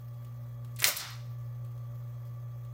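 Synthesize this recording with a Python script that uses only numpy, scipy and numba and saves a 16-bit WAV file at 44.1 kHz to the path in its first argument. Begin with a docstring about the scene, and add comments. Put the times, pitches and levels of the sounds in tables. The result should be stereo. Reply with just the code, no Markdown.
"""On a desk in a hard room, an electric typewriter idles close to a phone.
One key is pressed: linkage clicks, the type bar cracks on the platen, rattles back and the parts settle.
Each contact is a short noise burst that rings the metal frame and echoes in the room.
Behind it: belt ticks as small bursts, mains hum and motor whine as sines, casing and hiss as coloured noise.
A gain control ducks the hum under the stroke and lets it back as the room dies."""
import sys
import numpy as np
from scipy import signal
from scipy.io import wavfile
from scipy.ndimage import uniform_filter1d, minimum_filter1d
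from numba import njit

SR = 44100
rng = np.random.default_rng(int(sys.argv[2]) if len(sys.argv) > 2 else 0)


def persist_wave(psi):
    """Save psi, clipped to +-1, as 16-bit WAV."""
    counts = np.round(np.clip(psi, -1, 1) * 32767).astype(np.int16)
    wavfile.write(sys.argv[1], SR, np.atleast_2d(counts).T)


N = 120393  # length of the scene [samples]


def amp(db):
    """Turn decibels into a factor on the wave."""
    return 10 ** (np.asarray(db) / 20)


def evened(x):
    """Scale to an rms of 1."""
    return x / np.sqrt(np.mean(x ** 2) + 1e-20)


def read(points, hz):
    """Read a table of (frequency, value) at any frequency, on a logarithmic scale."""
    f, value = np.transpose(points)
    return np.interp(np.log(hz + 1), np.log(f + 1), value)


def over_time(points):
    """Turn a table of (time [s], level [dB]) into a smooth run of gains."""
    s, db = np.transpose(points)
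    return amp(np.interp(np.arange(N) / SR, s, db))


def sides(pan_db):
    """Left and right gains around the mean; positive leans left."""
    return amp([[pan_db / 2], [-pan_db / 2]])


def alike(a, b, same):
    """Mix two independent noises into a left-right pair with a given likeness."""
    return np.array([a, same * a + np.sqrt(1 - same ** 2) * b])


def drift(rate_hz):
    """Slow chance movement of rms 1, made by smoothing noise at one step per 64 samples."""
    steps = N // 64 + 2
    smoother = signal.butter(2, min(rate_hz * 128 / SR, .9))
    x = signal.lfilter(*smoother, rng.standard_normal(steps + 500))[500:]
    return np.interp(np.arange(N) / 64, np.arange(steps), evened(x))


def band(x, hz, width_hz):
    """A resonance of gain 1: lets through sound near one pitch."""
    r = np.exp(-np.pi * width_hz / SR)
    w = 2 * np.pi * min(hz, SR / 2.2) / SR
    return signal.lfilter([(1 - r * r) / 2, 0, -(1 - r * r) / 2], [1, -2 * r * np.cos(w), r * r], x)


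RISE_SHARE = .12  # part of each contact's hold spent rising
GRAIN_DB, SAME_CONTACT = 3, .3  # roughness [dB rms], left-right likeness


def contacts(rows):
    """Parts that touch: grainy bursts that hold, die and take their own colour, at the energy of their row."""
    t = np.arange(8192) / SR
    out = np.zeros((2, N + len(t)))
    for s, db, hz, width_hz, hold_s, t60, pan_db in rows:
        a, b, grain = rng.standard_normal((3, len(t)))
        rise = np.minimum(t / (RISE_SHARE * hold_s), 1)
        shape = rise * amp(-60 * np.maximum(t - hold_s, 0) / t60)
        grainy = shape * amp(GRAIN_DB * evened(uniform_filter1d(grain, 24)))
        burst = alike(a, b, SAME_CONTACT) * grainy
        burst = band(band(burst, hz, width_hz), hz, 2 * width_hz)
        burst *= np.linalg.norm(shape) / np.linalg.norm(burst, axis=1, keepdims=True)
        at = round(s * SR)
        out[:, at:at + len(t)] += amp(db) * sides(pan_db) * burst
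    return out[:, :N]


# Contacts in the key stroke: (time [s], level [dB], colour [Hz], colour width [Hz],
# hold [s], time to die by 60 dB before colouring [s], left-right [dB])
KEY_CONTACTS = [(.7612, -47, 7700, 1500, 0.00028, .012, -0.5), (.7612, -49, 11500, 7000, .002, 0.03, 4),
                (.762, -58, 3000, 4000, .01, .06, 3), (.7875, -42, 14000, 4000, .006, .04, 8),
                (.7875, -47, 1700, 3000, 0.022, 0.06, 6), (.7935, -43, 11500, 4000, 0.0016, .03, 1),
                (.8015, -29, 7200, 1800, 0.00073, 0.0099, -2.5), (.802, -43, 13000, 12000, .004, .06, 2),
                (.819, -30, 14000, 5000, .008, .02, 7), (.819, -35, 5500, 6100, .013, 0.011, 1),
                (.82, -25, 950, 1200, .012, .012, 4), (.821, -36, 400, 400, .012, .03, 0),
                (.824, -28, 2200, 1500, .003, .015, 7), (.8285, -16, 13600, 5000, .0042, .004, 4),
                (.836, -30, 12000, 8000, .006, .005, 0), (.842, 2, 2300, 1700, .0007, .005, 0),
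                (.8422, 2, 5500, 3050, .0006, .006, 2), (.8424, -1, 8610, 2500, .0008, .006, -3),
                (.8445, -8, 4400, 1200, .001, .015, 0), (.8424, -4, 14800, 4000, .002, .02, 4),
                (.843, -22, 1050, 600, .04, .1, 0), (.843, -30, 350, 350, .02, .15, 0),
                (.843, -31, 80, 150, .03, .2, 1), (.8492, -7, 4500, 6000, .001, .035, -3),
                (.851, -14, 14500, 4000, .014, .04, 0), (.8638, -11, 5000, 2500, .0006, .015, -6),
                (.868, -8, 14700, 4000, .008, .03, 2), (.87, -15, 7000, 1200, .006, .03, -3),
                (.877, -14, 4500, 9000, .008, .14, -3), (.877, -21, 570, 60, .008, .04, -4),
                (.8853, -6, 14500, 4000, .002, .04, 0), (.955, -25, 3300, 5500, .05, .11, 0),
                (.96, -35, 800, 1200, .07, .18, 0), (.93, -39, 65, 80, .1, .15, 1),
                (.966, -15, 13500, 6000, .008, .015, 0), (1.1025, -44, 13800, 5000, .003, .02, -3),
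                (1.155, -55, 13500, 6100, 0.0018, 0.017, -1)]


def key_stroke():
    """Linkage clicks, the crack of the type bar, its rattle back and the settling parts."""
    return contacts(KEY_CONTACTS)


# Faint ticks of the drive belt: (time [s], level [dB])
BELT_TICKS = [(0.2465, -60), (0.6467, -59), (1.647, -63), (1.777, -66), (2.251, -67), (2.6489, -66)]
# The three colours in each tick: (frequency [Hz], width [Hz], added level [dB])
TICK_COLOURS = [(2200, 2500, -3), (7000, 6000, -3), (14000, 4000, 0)]
TICK_HOLD_S, TICK_T60_S, TICK_PAN_DB = .002, .032, 4


def belt_ticks():
    """Each tick of the belt is three contacts at once, one per colour."""
    rows = []
    for s, db in BELT_TICKS:
        for hz, width_hz, more_db in TICK_COLOURS:
            rows.append((s, db + more_db, hz, width_hz, TICK_HOLD_S, TICK_T60_S, TICK_PAN_DB))
    return contacts(rows)


# What the metal frame and bars ring with: (frequency [Hz], relative level [dB], time to die by 60 dB [s])
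FRAME_MODES = [(840, -8, .04), (1150, -8, .04), (1900, 1, .06), (2080, -1, .05), (2590, -4, .02),
               (3780, -2, .05), (4360, 0, .035), (4930, -2, .04), (5700, -5, .03), (6930, -1, .05),
               (7500, -4, .06), (8700, -2, .025), (11600, 0, .12), (14300, -3, .04)]
RING_DB = -15  # ringing, added to the direct contacts


def frame(x):
    """The contacts ring the machine's modes, each heard with another phase at each port."""
    t = np.arange(6000) / SR
    ring = np.zeros((2, len(t)))
    for hz, db, t60 in FRAME_MODES:
        turns = hz * t + rng.random((2, 1))
        ring += amp(db - 60 * t / t60) * np.sin(2 * np.pi * turns)
    ring /= np.linalg.norm(ring[0])
    return x + amp(RING_DB) * signal.fftconvolve(x, ring, axes=1)[:, :N]


# How long the room's early echoes last: (frequency [Hz], time to die by 60 dB [s])
ROOM_T60 = [(150, .34), (600, .32), (1200, .28), (2500, .29), (5000, .285), (9000, .24), (14000, .2)]
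# Colour of the echoes: (frequency [Hz], relative level [dB])
ROOM_COLOUR = [(100, 0), (400, -13.5), (1000, 9), (2500, 6), (6000, 2), (10000, -4), (12000, -1),
               (15000, 1)]
ROOM_DB, ROOM_PAN_DB, ROOM_GAP_S = -3, -.8, .003  # the gap is the quiet before the first echo
LATE_DB, LATE_STRETCH = -26, 2.5  # fainter tail of the far walls, lasting this many times longer


def room(x):
    """Dense random echoes, each band dying at its own speed over a fainter long tail, other echoes per port."""
    taps = rng.standard_normal((2, SR)) * (np.arange(SR) > ROOM_GAP_S * SR)
    hz, t, z = signal.stft(taps, SR, nperseg=128)
    fall_db = -60 * t / read(ROOM_T60, hz)[:, None]
    fall = amp(fall_db) + amp(LATE_DB + fall_db / LATE_STRETCH)
    colour = amp(read(ROOM_COLOUR, hz))[:, None]
    tail = signal.istft(z * colour * fall, SR, nperseg=128)[1]
    tail /= np.linalg.norm(tail[0])
    return amp(ROOM_DB) * sides(ROOM_PAN_DB) * signal.fftconvolve(x, tail, axes=1)[:, :N]


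MONO_HZ = 900  # below this, left and right grow alike


def narrow_bass(x):
    """Long waves reach both ports alike, so the left-right difference loses its bass."""
    side = (x[0] - x[1]) / 2
    bass = signal.lfilter(*signal.butter(1, MONO_HZ, fs=SR), side)
    return x - [[1], [-1]] * bass[None]


MAINS_HZ, SHAFT_HZ = 119.9, 58.13  # mains buzz, shaft speed
WAVER_HZ, PORT_LAG_S = 11, .0001  # fastest waver, delay of the right port
PHASE_WANDER = .22  # phase wander per dB of waver [rad rms]
ROOT_WAVER_DB = .5  # the mains buzz itself wavers least [dB rms]
# Drift of the hum's second multiple: (time [s], level [dB])
OCTAVE_SWELL = [(0, 3), (.3, 8), (.75, 7), (1.3, -1), (1.7, 2), (2.7, -3)]


def tones(orders, table, base_hz, waver_db):
    """Wavering sines on multiples of one speed, reaching the left port first."""
    t = np.arange(N) / SR - np.array([[0], [PORT_LAG_S]])
    out = np.zeros((2, N))
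    for k, (db, pan_db) in zip(orders, table):
        hz = k * base_hz
        loose_db = ROOT_WAVER_DB if hz == MAINS_HZ else waver_db
        turn = 2 * np.pi * rng.random() + PHASE_WANDER * loose_db * drift(WAVER_HZ / 2)
        swell = over_time(OCTAVE_SWELL) if hz == 2 * MAINS_HZ else 1
        level = swell * np.sqrt(2) * amp(db + loose_db * drift(WAVER_HZ))
        out += level * sides(pan_db) * np.sin(2 * np.pi * hz * t + turn)
    return out


# Which multiples of the mains buzz are heard
HUM_ORDERS = 1, 2, 3, 4, 5, 6, 7, 8, 10
# Each multiple before waver and swell: (level [dB rms], left-right [dB])
HUM_LEVELS = [(-40, 2), (-71, -1), (-73, 2), (-73.5, 5), (-77.5, -2), (-82.5, -1), (-76.5, 2.5), (-79, 1),
              (-78, 0.5)]
# Slow drift of the whole hum: (time [s], level [dB])
HUM_SWELL = [(0, -4.5), (.1, -1.5), (.25, -2.5), (.6, -1), (1.5, 0.5), (2.3, -0.5), (2.73, -1)]


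def mains_hum():
    """Steady buzz on multiples of the mains buzz, swelling slowly."""
    return tones(HUM_ORDERS, HUM_LEVELS, MAINS_HZ, waver_db=1.1) * over_time(HUM_SWELL)


# Which multiples of the shaft speed are heard
WHINE_ORDERS = 1, 9.2, 10, 13.44, 19, 20, 21.05, 23.06, 29.9, 32.95, 34, 38.13, 40.05, 56.97, 59.03
# Each multiple before waver: (level [dB rms], left-right [dB])
WHINE_LEVELS = [(-62, 3), (-74.5, -1.5), (-70.5, 2), (-82, 4.5), (-75.5, 5.5), (-68.5, 7.5), (-77, 2),
                (-82.5, -0.5), (-81, -1.5), (-85.5, 1), (-83.5, -2), (-88.5, 2.5), (-84.5, 1), (-80, 2.5),
                (-88, 4.5)]


def motor_whine():
    """The turning shaft whines on whole and in-between multiples of its speed."""
    return tones(WHINE_ORDERS, WHINE_LEVELS, SHAFT_HZ, waver_db=2.3)


# Casing resonances: (frequency [Hz], width [Hz], level before the swell [dB rms])
CASING_MODES = [(60, 31, -65.5), (96, 32, -68.5), (162.1, 52, -69), (239.4, 19, -76.5), (571.3, 70, -68.5),
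                (688, 43, -77.5), (823.4, 40, -77), (1128, 90, -74), (1860, 1000, -75.5), (3270, 120, -86),
                (6350, 600, -80.5), (13900, 900, -81), (15300, 500, -77)]
# Drift of the casing noise: (time [s], level [dB])
CASING_SWELL = [(0, -2), (.7, -2), (1.3, 0), (2, 0), (2.7, 0)]
# Likeness of left and right, for casing and hiss: (frequency [Hz], likeness [-1 to 1])
NOISE_SAME = [(60, .98), (130, 1), (290, .95), (640, .76), (1410, .35), (3100, -.15), (6820, -.06),
              (15000, 0)]
# Lean of casing and hiss: (frequency [Hz], left-right [dB])
NOISE_PAN = [(60, 1.5), (200, 2), (700, 1.5), (1290, 6), (2380, 4), (4400, 3), (8120, 2), (15000, 7)]


def casing():
    """The motor's air and bearing noise rings the casing's resonances."""
    out = np.zeros((2, N))
    for hz, width_hz, db in CASING_MODES:
        a, b = rng.standard_normal((2, N))
        pair = alike(a, b, np.clip(read(NOISE_SAME, hz), 0, 1))
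        ringing = evened(band(band(pair, hz, width_hz), hz, width_hz))
        out += amp(db) * sides(read(NOISE_PAN, hz)) * ringing
    return out * over_time(CASING_SWELL)


# Colour of the hiss: (frequency [Hz], relative level per Hz [dB])
HISS_COLOUR = [(20, -37), (40, -24), (70, -26.5), (130, -28.5), (200, -26), (400, -26.5), (700, -31),
               (1000, -27.5), (1500, -31), (2300, -38.5), (3500, -38.5), (5500, -40.5), (8000, -41.5),
               (10500, -44), (12500, -33.5), (15200, -29), (16500, -48.5)]
HISS_DB = -63.5  # whole hiss [dB rms]
PATCH_DB, FLICKER_DB = 2, 1.7  # uneven patches, shared treble flicker [dB rms]


def hiss():
    """Fan air and room floor: random short spectra with patches and a shared flicker."""
    frames, hz = N // 128 + 5, np.fft.rfftfreq(512, 1 / SR)[:, None]
    a, b, c, d, patches = rng.standard_normal((frames, 257, 5)).T
    patches = evened(uniform_filter1d(uniform_filter1d(patches, 8, 0), 16, 1))
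    flicker = evened(uniform_filter1d(rng.standard_normal(frames), 5))
    left, right = alike(a + 1j * b, c + 1j * d, np.clip(read(NOISE_SAME, hz), -1, 1))
    lean = amp(read(NOISE_PAN, hz) / 2)
    level_db = read(HISS_COLOUR, hz) + PATCH_DB * patches + FLICKER_DB * flicker * (hz > 1500)
    z = np.array([left * lean, right / lean]) * amp(level_db)
    return amp(HISS_DB) * evened(signal.istft(z, nperseg=512, noverlap=384)[1][:, :N])


def scene():
    """The key stroke and belt ticks ring frame and room, over the running motor and hiss."""
    machine = frame(key_stroke() + belt_ticks())
    machine = narrow_bass(machine + room(machine))
    return machine + mains_hum() + motor_whine() + casing() + hiss()


@njit
def follow(x, up, down):
    """One-pole follower with its own speed upward and downward."""
    out, y = np.empty_like(x), 0.
    for i in range(len(x)):
        y += (up if x[i] > y else down) * (x[i] - y)
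        out[i] = y
    return out


KNEE_DB, RATIO, DEPTH_DB = -35.5, 6, 16  # where ducking starts, how firmly, the most it may duck
SENSE_HZ, SENSE_S, AHEAD_S = 300, .0062, .005  # loudness is sensed above this pitch, over this time, ahead


def sensed_excess(dry):
    """How many dB to duck: a share of the loudness over the knee, at its highest in the moments ahead."""
    sensed = signal.lfilter(*signal.butter(2, SENSE_HZ, "high", fs=SR), dry)
    pole = 1 / (SENSE_S * SR)
    power = signal.lfilter([pole], [1, pole - 1], (sensed ** 2).mean(0))
    over_db = np.maximum(10 * np.log10(power + 1e-12) - KNEE_DB, 0) * (1 - 1 / RATIO)
    half = int(AHEAD_S * SR / 2)
    # the lowest of the negatives is the highest value ahead
    return -minimum_filter1d(-np.minimum(over_db, DEPTH_DB), 2 * half + 1, origin=-half)


GRAB_S, LET_GO_S, SLOW_S, SLOW_SHARE = .006, .033, .13, .2  # duck, quick and slow recovery, slow part


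def gain_control(dry):
    """Pulls loud sound down and recovers in two stages."""
    over_db = sensed_excess(dry)
    quick = follow(over_db, 1 / (GRAB_S * SR), 1 / (LET_GO_S * SR))
    slow = follow(over_db, 1 / (GRAB_S * SR), 1 / (SLOW_S * SR))
    return dry / amp((1 - SLOW_SHARE) * quick + SLOW_SHARE * slow)


# Microphone colour: (frequency [Hz], level [dB])
MIC_COLOUR = [(40, -6), (60, 0), (700, 0), (850, -2), (1200, 0), (2000, -.6), (3000, 0), (4300, 2.2),
              (7000, 1), (10000, 0), (13000, -3), (16000, -1.5)]
SHELF_HZ, EDGE_HZ, SHELF_DB = 15900, 16800, -22  # a faint shelf between two edges, then nothing


def record(dry):
    """Gain control, then microphone colour and the upper band limit."""
    ducked = gain_control(dry)
    hz = np.linspace(0, SR / 2, 1025)
    mic = signal.firwin2(2047, hz, amp(read(MIC_COLOUR, hz)), fs=SR)
    coloured = signal.oaconvolve(ducked, mic[None], "same")
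    low, top = (signal.firwin(511, f, window=("kaiser", 9), fs=SR) for f in (SHELF_HZ, EDGE_HZ))
    limit = low + amp(SHELF_DB) * (top - low)
    return signal.oaconvolve(coloured, limit[None], "same")


dry = scene()
out = record(dry)
persist_wave(out)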